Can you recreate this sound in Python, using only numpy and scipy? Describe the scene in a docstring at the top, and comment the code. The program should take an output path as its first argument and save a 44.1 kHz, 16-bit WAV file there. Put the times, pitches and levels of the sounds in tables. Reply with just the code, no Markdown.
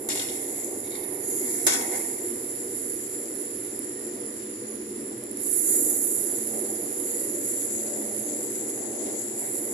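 """A gas burner roars and noodles sizzle in a steel wok, close to the microphone. A metal spatula
scrapes round the bowl, sticking and slipping, drops against it with a clank and rests. A splash of
water flares into steam, then stirring resumes. The sizzle is tiny bubbles bursting; steam whistles
faintly from under the food, and the flame makes the stove chamber sing. The two microphone ports
ring differently: the left near 2 and 7 kHz, the right near 10.5 kHz."""
import sys
import numpy as np
from scipy import signal
from scipy.fft import rfft, irfft, next_fast_len
from scipy.io import wavfile
from scipy.ndimage import uniform_filter1d

SR = 44100
rng = np.random.default_rng(int(sys.argv[2]) if len(sys.argv) > 2 else 0)


def wav_record(signal):
    """Record a signal, one row per channel, as 16-bit PCM in the file named by sys.argv[1]."""
    frames = np.transpose(np.atleast_2d(signal))
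    bounded = np.clip(frames, -1, 1)
    # unit amplitude maps onto the largest positive 16-bit level
    quanta = np.round(bounded * 32767).astype(np.int16)
    wavfile.write(sys.argv[1], SR, quanta)


N = 429093
TIME = np.arange(N) / SR

# Colour of struck steel at the microphone. Each row: frequency in Hz, left and right level in dB.
STEEL_COLOUR = [(170, -28, -26), (460, -5, -2), (890, -7, -1.5), (1220, -1, -2), (1450, 3.5, 4),
                (2110, 8.5, -2), (3000, -21, -27), (3630, -14, -15), (4270, -4, -3), (5600, 2.5, 6.5),
                (6300, 5, 2), (7200, 17, 2), (8350, 1, 5.5), (9360, -6, 8), (9900, -14, 3),
                (11000, -10, 16), (12200, -14, 4.5), (13300, -18, -14)]


def gain_of(db):
    """Decibels to amplitude."""
    return 10 ** (np.asarray(db) / 20)


def unit_rms(x):
    """Scales to rms 1."""
    return x / np.sqrt(np.mean(x ** 2) + 1e-20)


def by_time(rows, t):
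    """Every column of a curve at the times t."""
    s, *columns = np.transpose(rows)
    return np.array([np.interp(t, s, c) for c in columns])


def by_pitch(rows, hz):
    """Every column of a spectrum at the frequencies hz."""
    f, *columns = np.transpose(rows)
    return np.array([np.interp(np.log(hz + 1), np.log(f), c) for c in columns])


def add(mix, s, sound):
    """Mixes a stereo sound in at s seconds."""
    part = mix[:, round(s * SR):][:, :sound.shape[1]]
    part += sound[:, :part.shape[1]]


def tint(x, spectrum_db):
    """Filters by a function from Hz to dB; rms 1."""
    size = next_fast_len(x.shape[-1])
    gain = gain_of(spectrum_db(np.fft.rfftfreq(size, 1 / SR)))
    return unit_rms(irfft(rfft(x, size) * gain, size)[..., :x.shape[-1]])


def sweep(x, field_db, size):
    """Filters by a function from (Hz, s) to dB."""
    frames = dict(fs=SR, nperseg=size, noverlap=size * 3 // 4)
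    hz, t, spectra = signal.stft(x, **frames)
    return signal.istft(spectra * gain_of(field_db(hz, t)), **frames)[1][..., :N]


def treble(x, edge_hz, order=2):
    """Keeps what lies above edge_hz."""
    return signal.sosfilt(signal.butter(order, edge_hz, "high", fs=SR, output="sos"), x)


def bell(offset, width):
    """Bell curve, 1 at zero offset."""
    return np.exp(-.5 * (offset / width) ** 2)


def swell(top_s, half_s):
    """Envelope that rises to 1 at top_s and falls again."""
    return np.exp(-((TIME - top_s) / half_s) ** 2)


def surges(rows, t):
    """Joint amplitude of overlapping surges that rise and die away, for each level column."""
    power = 0
    for start, rise_s, fade_db_per_s, *levels_db in rows:
        rise = np.sin(np.pi / 2 * np.clip((t - start) / rise_s, 0, 1))
        fade = gain_of(-fade_db_per_s * np.maximum(t - start - rise_s, 0))
        power += (gain_of(levels_db)[:, None] * rise * fade) ** 2
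    return np.sqrt(power)


def waver(rate_hz, shape=N):
    """Slow random movement, mostly below rate_hz; rms 1."""
    return tint(rng.standard_normal(shape), lambda hz: -20 * np.log10(1 + (hz / rate_hz) ** 2))


def crackle(per_s, spread_db):
    """Random clicks, most of them small and a few large; rms 1."""
    size = gain_of(spread_db * np.minimum(rng.exponential(1, N), 5))
    return unit_rms(size * rng.choice([-1, 1], N) * (rng.random(N) < per_s / SR))


def mode(hz, t):
    """A sine that reaches each port in a random phase."""
    return np.sin(2 * np.pi * (hz * t + rng.random((2, 1))))


def burner(roar_db=1.0, rumble_db=-37.0, jet_db=-51.5, rush_hz=720, gust_db=0.88, lick_db=2.0):
    """A turbulent flame roars under the bowl over the steady hiss of the gas jet."""
    # Draught of the burner. Each row: time in seconds, roar in dB, lift of the higher rush in dB.
    draught = [(0, -38.5, 2), (1.1, -38, 0.5), (1.55, -35, -10), (1.9, -35, -1), (2.15, -37.5, -5.5),
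               (4.2, -38.5, -4), (4.7, -39.5, -7.5), (5.5, -37, -8), (5.85, -36.5, -3.5), (6.7, -37.5, 0.5),
               (7.1, -36, -2.5), (7.5, -37.5, -3), (7.85, -37.5, 2.5), (8.5, -38, -1.5), (9.05, -34.5, 2.5),
               (9.25, -39, 1.5), (9.73, -36, 0)]
    # Colour of the roar. Each row: frequency in Hz, relative level in dB.
    roar_colour = [(25, -47), (60, -30), (128, -13), (150, -20), (168, -35), (200, -11.5), (300, -2.5),
                   (355, -0.5), (430, -3.5), (495, -6), (560, -11.5), (800, -20), (960, -25.5),
                   (1250, -33.5), (3000, -57)]
    # Peaks and hollows from stove and bowl. Each row: frequency in Hz, width in Hz, lift in dB.
    stove_peaks = [(292, 10, 2.5), (355, 18, 2), (435, 14, -3), (490, 12, 3), (526, 20, -5), (574, 11, 5),
                   (613, 11, 4), (778, 20, 2.5), (850, 15, -2.5), (905, 20, 2), (1130, 22, 4)]
    # Likeness of the flame at the two ports. 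Each row: frequency in Hz, correlation from -1 to 1.
    port_likeness = [(30, 1), (130, 0.97), (300, 0.98), (470, 0.77), (630, 0.056), (1400, 1), (2000, -1)]
    # A hollow howl in the roar. Each row: time in seconds, pitch in Hz, lift in dB.
    howl = [(7.0, 565, -1), (7.2, 570, 3.5), (7.5, 590, 7.5), (7.85, 613, 5), (8.15, 610, 6),
            (8.55, 610, -3), (8.9, 640, 1.5)]
    # Colour of the gas jet. Each row: frequency in Hz, left and right level in dB.
    jet_colour = [(300, -2, 3), (1270, -0.5, 3), (2010, 16.5, 11.5), (2570, 7.5, -34), (6250, -5.5, 4),
                  (8650, 14.5, -7), (10500, -15, 7), (14000, -58, 6.5)]

    common, separate = rfft(rng.standard_normal((2, N)))
    bins_hz = np.fft.rfftfreq(N, 1 / SR)
    likeness = np.clip(by_pitch(port_likeness, bins_hz)[0], -1, 1)
    left = common * np.exp(-2j * np.pi * bins_hz * 0.0001)  # farther from the flame: 0.1 ms late
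    right = likeness * common + np.sqrt(1 - likeness ** 2) * separate
    roar = tint(irfft([left, right], N), lambda hz: by_pitch(roar_colour, hz)
                + sum(db * bell(hz - peak_hz, width) for peak_hz, width, db in stove_peaks))
    turbulence = waver(rate_hz=3.5), waver(rate_hz=3.5)

    def flame_db(hz, t):
        """The rumble holds steady, the roar gusts, and flames licking the rim add a higher rush."""
        hz = hz[:, None]
        level_db, rush_db = by_time(draught, t)
        howl_hz, howl_db = by_time(howl, t)
        gust, lick = (np.interp(t, TIME, curve) for curve in turbulence)
        rim_db = bell(np.log2((hz + 1) / rush_hz), width=0.31) * (rush_db + lick_db * lick)
        hollow_db = howl_db * bell(hz - howl_hz, width=38)
        return np.where(hz < 170, rumble_db, level_db + roar_db + gust_db * gust + rim_db + hollow_db)

    jet = tint(rng.standard_normal((2, N)), lambda hz: by_pitch(jet_colour, hz))
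    return sweep(roar, flame_db, size=1024) + gain_of(jet_db) * jet


def sizzle(colour, bend, band, bubbles_per_s, spread_db, trim_db=6.5, sputter_db=0.33, patchy_db=1.5):
    """Tiny bubbles burst on hot steel. bend scales the pitch; band 0 is high fizz, 1 lower hiss."""
    # The simmer sinks as the noodles dry and returns with the water.
    # Each row: time in seconds, fizz and hiss in dB.
    simmer = [(0, -41, -49), (.65, -49, -41.5), (1.1, -42, -50), (2.3, -48, -50), (2.85, -39.5, -43.5),
              (4.3, -44, -46.5), (5.25, -45, -49), (6.8, -43, -43.5), (8.1, -38, -41.5), (8.6, -37.5, -39),
              (8.85, -40, -39), (9.73, -38.5, -43.5)]
    # Wet food or water flares on hot steel.
    # Each row: start and rise in seconds, fade in dB per second, fizz and hiss in dB.
    flares = [(.05, .15, 2, -37.5, -52), (1.17, 0.21, 8, -33, -37.5), (1.86, 0.11, 49, -39, -53),
              (5.36, 0.21, 8, -28, -37), (5.6, 0.12, 15, -27.5, -34), (6.95, 0.15, 13, -35, -41.5),
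              (7.42, 0.059, 30, -35.5, -38), (7.66, 0.085, 54, -40.5, -36), (9.14, .06, 65, -52, -40),
              (9.36, 0.11, 8, -37.5, -41)]
    # Extra width of the sizzle's band. Each row: time in seconds, push towards the wide colour in dB.
    widening = [(0, 4.5), (1.2, 0), (5.35, -2.5), (6.0, 9), (6.25, -1), (7.2, -2.5), (9.73, -0.5)]
    # Levels for the narrow, medium and wide colour, in that order. Each row: fizz and hiss in dB.
    width_levels = [(-44, -48), (-37.5, -40.5), (-26, -33)]

    def sizzle_db(hz, t):
        """The sizzle's band sounds narrow when quiet and wider when loud."""
        power = gain_of(by_time(simmer, t)) ** 2 + surges(flares, t) ** 2
        sputter = np.interp(t, TIME, waver(rate_hz=16.0))
        level_db = 10 * np.log10(power[band]) + sputter_db * sputter
        width_db = level_db + by_time(widening, t)[0]
        steps_db = np.transpose(width_levels)[band]
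        shares = np.array([np.interp(width_db, steps_db, step) for step in np.eye(len(steps_db))])
        colours_db = by_pitch(colour, hz[:, None] / np.interp(t, TIME, bend))
        shape_db = np.sum(colours_db * shares[:, None], axis=0)
        shape_db -= 10 * np.log10(np.mean(gain_of(shape_db) ** 2, axis=0))
        patches = uniform_filter1d(rng.standard_normal(shape_db.shape), size=60, axis=1)
        patches = unit_rms(uniform_filter1d(patches, size=2, axis=0))
        return shape_db + level_db + trim_db + patchy_db * patches

    # larger bubbles each let out a short puff of steam
    large_bubbles = crackle(per_s=350, spread_db=3.0)
    puff_power = signal.lfilter([1], [1, -np.exp(-1 / (0.0086 * SR))], large_bubbles ** 2)
    puffs = unit_rms(np.sqrt(puff_power) * rng.standard_normal(N))
    return sweep(unit_rms(crackle(bubbles_per_s, spread_db) + 0.73 * puffs), sizzle_db, size=256)


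def frying(usual_hiss_hz=7260, spit_left_db=-12.0, spit_right_db=4.5):
    """The food hisses at the left port and fizzes at the right, with single drops spitting over it."""
    # Sizzle at each port. Each row: frequency in Hz, then the narrow, medium and wide colour in dB.
    left_colour = [(700, -25, -46, -39), (1490, -22, -22.5, -25), (1980, -15.5, -18, -18),
                   (2820, -38, -31.5, -38), (4950, -19.5, -21.5, -23), (6310, -21.5, -21, -18),
                   (6670, -19, -4, -0.5), (7250, 4.5, 3, 5.5), (7945, -20.5, -1.5, -2),
                   (7980, -30, -21, -5), (8600, -24, -28, -1), (9100, -23, -28, -23),
                   (14000, -37, -31.5, -28)]
    right_colour = [(700, -22.5, -38, -42), (1990, -19.5, -26.5, -28.5), (2800, -22, -30.5, -39),
                    (7000, -21, -27, -27.5), (7850, -19, -28, -16.5), (9030, -26, -17.5, -9),
                    (9480, -17, -7, -5), (9910, -7, -1.5, -4.5), (10400, 7, -0.5, 1), (10850, 0.5, 1, 2),
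                    (11290, -7, -4, -7), (11630, -19, -5, -3), (11900, -22, -14, -6),
                    (12300, -24, -17, -11), (12840, -26, -20.5, -7), (14400, -45, -37, -24)]
    # The lower hiss wanders. Each row: time in seconds, pitch in Hz.
    hiss_pitch = [(0, 7300), (1.3, 7200), (2.4, 7310), (4.39, 7300), (4.77, 7050), (5.01, 7350),
                  (5.6, 7300), (7.07, 7230), (7.61, 7340), (9.1, 7250), (9.48, 7480), (9.73, 7280)]
    # Drops of fat and water burst. Each row: start in seconds, relative peak in dB, decay in seconds.
    spits = [(0.58, -20, .001), (0.6448, -21, .0009), (0.802, -23, .001), (1.543, -18, .001),
             (1.631, -19, .001), (3.3536, -23, .001), (3.7625, -24, .0005), (3.7915, -18, .0005),
             (3.846, -25, .0005), (5.179, -29, .0006), (5.237, -24, .0012), (5.312, -23, .001),
             (5.315, -25, .0007), (5.371, -21, .001), (6.5917, -20.5, .001), (8.68, -23, .001)]

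    bend = by_time(hiss_pitch, TIME)[0] / usual_hiss_hz
    out = np.array([sizzle(left_colour, bend, band=1, bubbles_per_s=8000, spread_db=3.0),
                    sizzle(right_colour, np.ones(N), band=0, bubbles_per_s=9000, spread_db=2.0)])

    def spit_colour(hz):
        """A single drop is too small to radiate anything but treble."""
        ports_db = np.array([by_pitch(c, hz)[:2].mean(axis=0) for c in (left_colour, right_colour)])
        return ports_db + 40 * np.log10(np.clip(hz / 7000, .01, 1))

    t = TIME[:1024]
    balance = gain_of([[spit_left_db], [spit_right_db]])
    for s, peak_db, decay_s in spits:
        noise = tint(rng.standard_normal((2, len(t))), spit_colour)
        snap = treble(noise * t / decay_s * np.exp(-t / decay_s), edge_hz=4500)
        add(out, s, snap / abs(snap).max() * gain_of(peak_db) * balance)
    return out


def wok_ring(modes_db, detune, rise_s=0.00043):
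    """The bowl answers a contact with a dense clatter and modes the touching blade pulls out of tune."""
    # Modes of the wok. Each row: frequency in Hz, left and right level in dB, t60 in seconds.
    wok_modes = [(475, -10, -7, .3), (585, -15, -14, .35), (700, -13, -11, .6), (770, -12, -10, .55),
                 (930, -12, -10, .55), (991, -13, -11, .6), (1085, -8, -6, .45), (1500, -6, -4, .27),
                 (1864, 1, -8, .42), (2110, -4, -13, .5), (2213, -3, -11, .5), (2290, -7, -7, .25),
                 (2546, -5, -10, .26), (2762, -14, -11, .25), (3305, -4, -10, .3), (3375, -6, -13, .25),
                 (3590, -5, -7, .25), (3730, -6, -11, .25), (3960, -7, -9, .25), (4080, -11, -6, .22),
                 (4597, -11, -12, .3), (4920, -7, -11, .3), (5087, -6, -9, .3), (5230, -4, -6, .4),
                 (5421, -3, -8, .4), (5607, -4, -8, .3), (5672, -3, -6, .28), (5825, -8, -5, .27),
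                 (6077, -4, -8, .35), (6153, -2, -9, .4), (6290, -7, -7, .3), (6695, 4, -8, .2),
                 (7040, 5, -8, .2), (7106, 3, -8, .2), (7680, 1, -8, .18), (8500, -1, -3, .2),
                 (9184, -10, -2, .18), (11112, -15, 3, .15)]
    # Decay of the clatter. Each row: frequency in Hz, t60 in seconds.
    clatter_decay = [(400, 0.96), (2000, 0.36), (5500, 0.42), (8000, 0.35), (12000, 0.084)]

    t = TIME[:SR // 2]
    noise = tint(rng.standard_normal((2, len(t))), lambda hz: by_pitch(STEEL_COLOUR, hz))
    clatter = sweep(noise, lambda hz, s: -60 * s / by_pitch(clatter_decay, hz).T, size=256)[:, :len(t)]
    ring = np.zeros((2, len(t)))
    for hz, left_db, right_db, t60 in wok_modes:
        pulled_hz = hz * (1 + detune * rng.uniform(-0.98, 1))
        ring += gain_of([[left_db], [right_db]]) * gain_of(-60 * t / t60) * mode(pulled_hz, t)
    return (clatter + gain_of(modes_db) * ring) * (1 - np.exp(-t / rise_s))


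def spatula_ring(t60=0.048, right_db=-5.5):
    """Blade and shaft ring briefly after a contact, damped by the hand."""
    # Modes of the spatula. Each row: frequency in Hz, relative level in dB.
    spatula_modes = [(1233, -14), (1500, -11), (2080, -7), (2160, -6), (2235, -6), (2440, -10), (2540, -8),
                     (2800, -2), (2870, -4), (3210, 1), (3345, 0), (3415, 0), (3500, -1), (3590, 1),
                     (3665, 1), (3775, -3), (3900, -1), (4120, 0), (4230, -3), (4360, 0), (4500, -7),
                     (4760, -4), (5150, -5), (5290, -2), (5500, -5), (5730, -2)]

    t = TIME[:SR // 2]
    ring = sum(gain_of(db) * mode(hz, t) for hz, db in spatula_modes)
    return unit_rms(ring) * gain_of(np.array([[0], [right_db]]) - 60 * t / t60)


def scraping(edge_db=3.0, singing_db=-10.5, spots_per_s=40.0, spot_count=5):
    """The edge sticks and slips: the spatula sings, and the bowl answers differently at each spot."""
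    # Spatula strokes. Each row: start and rise in seconds, fade in dB per second,
    # then grating of the edge, rubbing of the blade and singing of the blade in dB.
    strokes = [(.087, 0.0071, 73, -32.5, -50, -25.5), (.155, 0.02, 56, -37.5, -52, -34),
               (.196, .015, 91, -44, -56, -30), (.3, .1, 35, -51, -50, -55),
               (.56, 0.043, 80, -50, -51, -50), (.82, 0.16, 120, -55, -45.5, -55),
               (1.0, 0.1, 41, -70, -46.5, -70.5), (1.35, 0.17, 15, -43.5, -47.5, -54),
               (1.666, 0.0078, 83, -31, -50, -40), (1.712, 0.019, 148, -39, -41, -33),
               (1.77, 0.08, 58, -54, -36.5, -40), (1.91, 0.042, 85, -43, -36.5, -47),
               (8.9, 0.19, 57.5, -48, -61, -46), (9.37, 0.095, 102, -58, -47.5, -58),
               (9.62, .1, 60, -67, -50, -65)]
    # Colour of the two contacts. Each row: frequency in Hz, edge and blade level in dB.
    contact_colour = [(250, -30, -11), (600, -9, 14), (740, -4, 19.5), (958, -9, 15), (1260, -26, -10),
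                      (2080, 5, 8.5), (2750, -3, 0), (3480, 1, -20), (4870, 4, -31), (6300, 0.5, -14),
                      (7200, 6, -6), (13900, 6.5, 7)]

    slips = crackle(per_s=700, spread_db=3.5)[None]
    spot = (TIME * spots_per_s).astype(int) % spot_count
    bowl = np.zeros((2, N))
    for k in range(spot_count):
        ring = wok_ring(modes_db=-15.0, detune=.008)
        bowl += signal.oaconvolve(slips * (spot == k), ring, axes=1)[:, :N]
    song = unit_rms(signal.oaconvolve(slips, spatula_ring(), axes=1)[:, :N])
    edge = tint(bowl, lambda hz: by_pitch(contact_colour, hz)[0])
    blade = tint(bowl, lambda hz: by_pitch(contact_colour, hz)[1])
    grating, rubbing, singing = surges(strokes, TIME)
    return gain_of(edge_db) * grating * edge + rubbing * blade + gain_of(singing_db) * singing * song


def clanking(crack_hz=6500, thud_db=-15.5, thud_hz=600, thud_octaves=0.98, thud_s=0.01):
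    """A blow opens with a bright crack and a thud of the wok's floor, then bowl and spatula ring on."""
    # The spatula strikes the wok. Each row: start in seconds, ring of the bowl in dB, crack in dB,
    # contact time in seconds, ring of the spatula in dB.
    blows = [(.088, -36, -21, .004, -36), (.157, -39, -22, .003, -38), (.1956, -37, -29, .002, -24.5),
             (.2968, -46, -31, .002, -38), (1.6663, -20, -8.5, .008, -42), (1.6722, -28, -21, .003, -38),
             (1.6785, -30, -23, .003, -33), (1.6825, -30, -22, .003, -28), (1.695, -33, -26, .002, -29),
             (1.7205, -29, -28, .003, -30), (1.7322, -29, -21, .003, -31), (1.7375, -32, -22, .003, -30),
             (1.752, -36, -30, .003, -32), (1.8103, -41, -36, .002, -38), (1.918, -44, -36, .002, -50),
             (1.9555, -44, -36, .003, -48)]

    out = np.zeros((2, N))
    for s, bowl_db, crack_db, contact_s, spatula_db in blows:
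        bowl = gain_of(bowl_db) * wok_ring(modes_db=-9.0, detune=.0005)
        t, noise = TIME[:bowl.shape[1]], rng.standard_normal(bowl.shape)
        steel = tint(noise, lambda hz: by_pitch(STEEL_COLOUR, hz))
        crack = treble(steel * np.exp(-t / contact_s), crack_hz, order=4)
        thud = tint(noise,
                    lambda hz: -12 * np.minimum((np.log2((hz + 1) / thud_hz) / thud_octaves) ** 2, 8))
        thud *= gain_of(thud_db) * np.exp(-t / thud_s) * (1 - np.exp(-t / 0.0011))
        add(out, s, bowl + gain_of(crack_db) * (crack + thud) + gain_of(spatula_db) * spatula_ring())
    return out


def squealing(t60=0.06):
    """Quick slips of the edge keep a few damped modes of the blade ringing."""
    # Modes of the blade, pressed down. Each row: frequency in Hz, left and right level in dB.
    blade_modes = [(1950, -9, -19), (2200, 4, -9), (3530, -6, -3), (3620, -2, 1), (3825, 2, 2),
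                   (4340, -5, -2), (4690, -10, -6), (5150, -12, -12), (5720, -3, -5)]
    # The edge catches. Each row: start and rise in seconds, fade in dB per second, level in dB.
    catches = [(.835, 0.02, 70, -48), (.895, 0.045, 200, -43)]

    t = TIME[:SR // 10]
    ring = sum(gain_of([[left_db], [right_db]]) * mode(hz, t) for hz, left_db, right_db in blade_modes)
    slips = crackle(per_s=900, spread_db=5.5)[None]
    squeal = signal.oaconvolve(slips, ring * gain_of(-60 * t / t60), axes=1)[:, :N]
    return unit_rms(squeal) * surges(catches, TIME)


def steam_whistles(width_share=0.015, right_db=-8.0):
    """Steam squeezes out from under the noodles in faint airy tones, left of centre."""
    # Each row: time of the top and half length in seconds, pitch in Hz, level on the left in dB.
    whistles = [(4.05, 0.3, 1875, -56), (7.202, 0.096, 1950, -51), (7.6, .08, 6100, -49),
                (8.27, .12, 6530, -45), (8.9, .2, 6500, -50)]

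    out = np.zeros((2, N))
    for top_s, half_s, pitch_hz, db in whistles:
        noise = rng.standard_normal((2, N))
        tone = tint(noise, lambda hz: -20 * np.log10(1 + ((hz / pitch_hz - 1) / width_share) ** 2))
        out += gain_of(db) * swell(top_s, half_s) * tone
    return out * gain_of([[0], [right_db]])


def stove_note(pitch_hz=217, drift_hz=4.5, flutter=0.19):
    """The flame makes the stove chamber sing; pitch and strength waver with the turbulence."""
    # Swells of the hollow note. Each row: time of the top and half length in seconds, level in dB.
    swells = [(4.95, 0.73, -45.5), (6.607, 0.34, -46), (8.053, 0.465, -45), (9.398, 0.69, -49.5)]

    drift, gust = waver(rate_hz=10, shape=(2, N))
    turns = np.cumsum(pitch_hz + drift_hz * drift) / SR
    note = unit_rms((1 + flutter * gust) * np.sin(2 * np.pi * turns))
    return note * sum(gain_of(db) * swell(top_s, half_s) for top_s, half_s, db in swells)


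def scene():
    """At the stove: burner, food and spatula, all close to the microphone."""
    return burner() + stove_note() + frying() + scraping() + squealing() + clanking() + steam_whistles()


def record(dry):
    """The recorder cuts off the treble steeply at 14.35 kHz."""
    lowpass = signal.firwin(511, 14350, window=("kaiser", 9), fs=SR)
    return signal.oaconvolve(dry, lowpass[None], "same")


dry = scene()
out = record(dry)
wav_record(out)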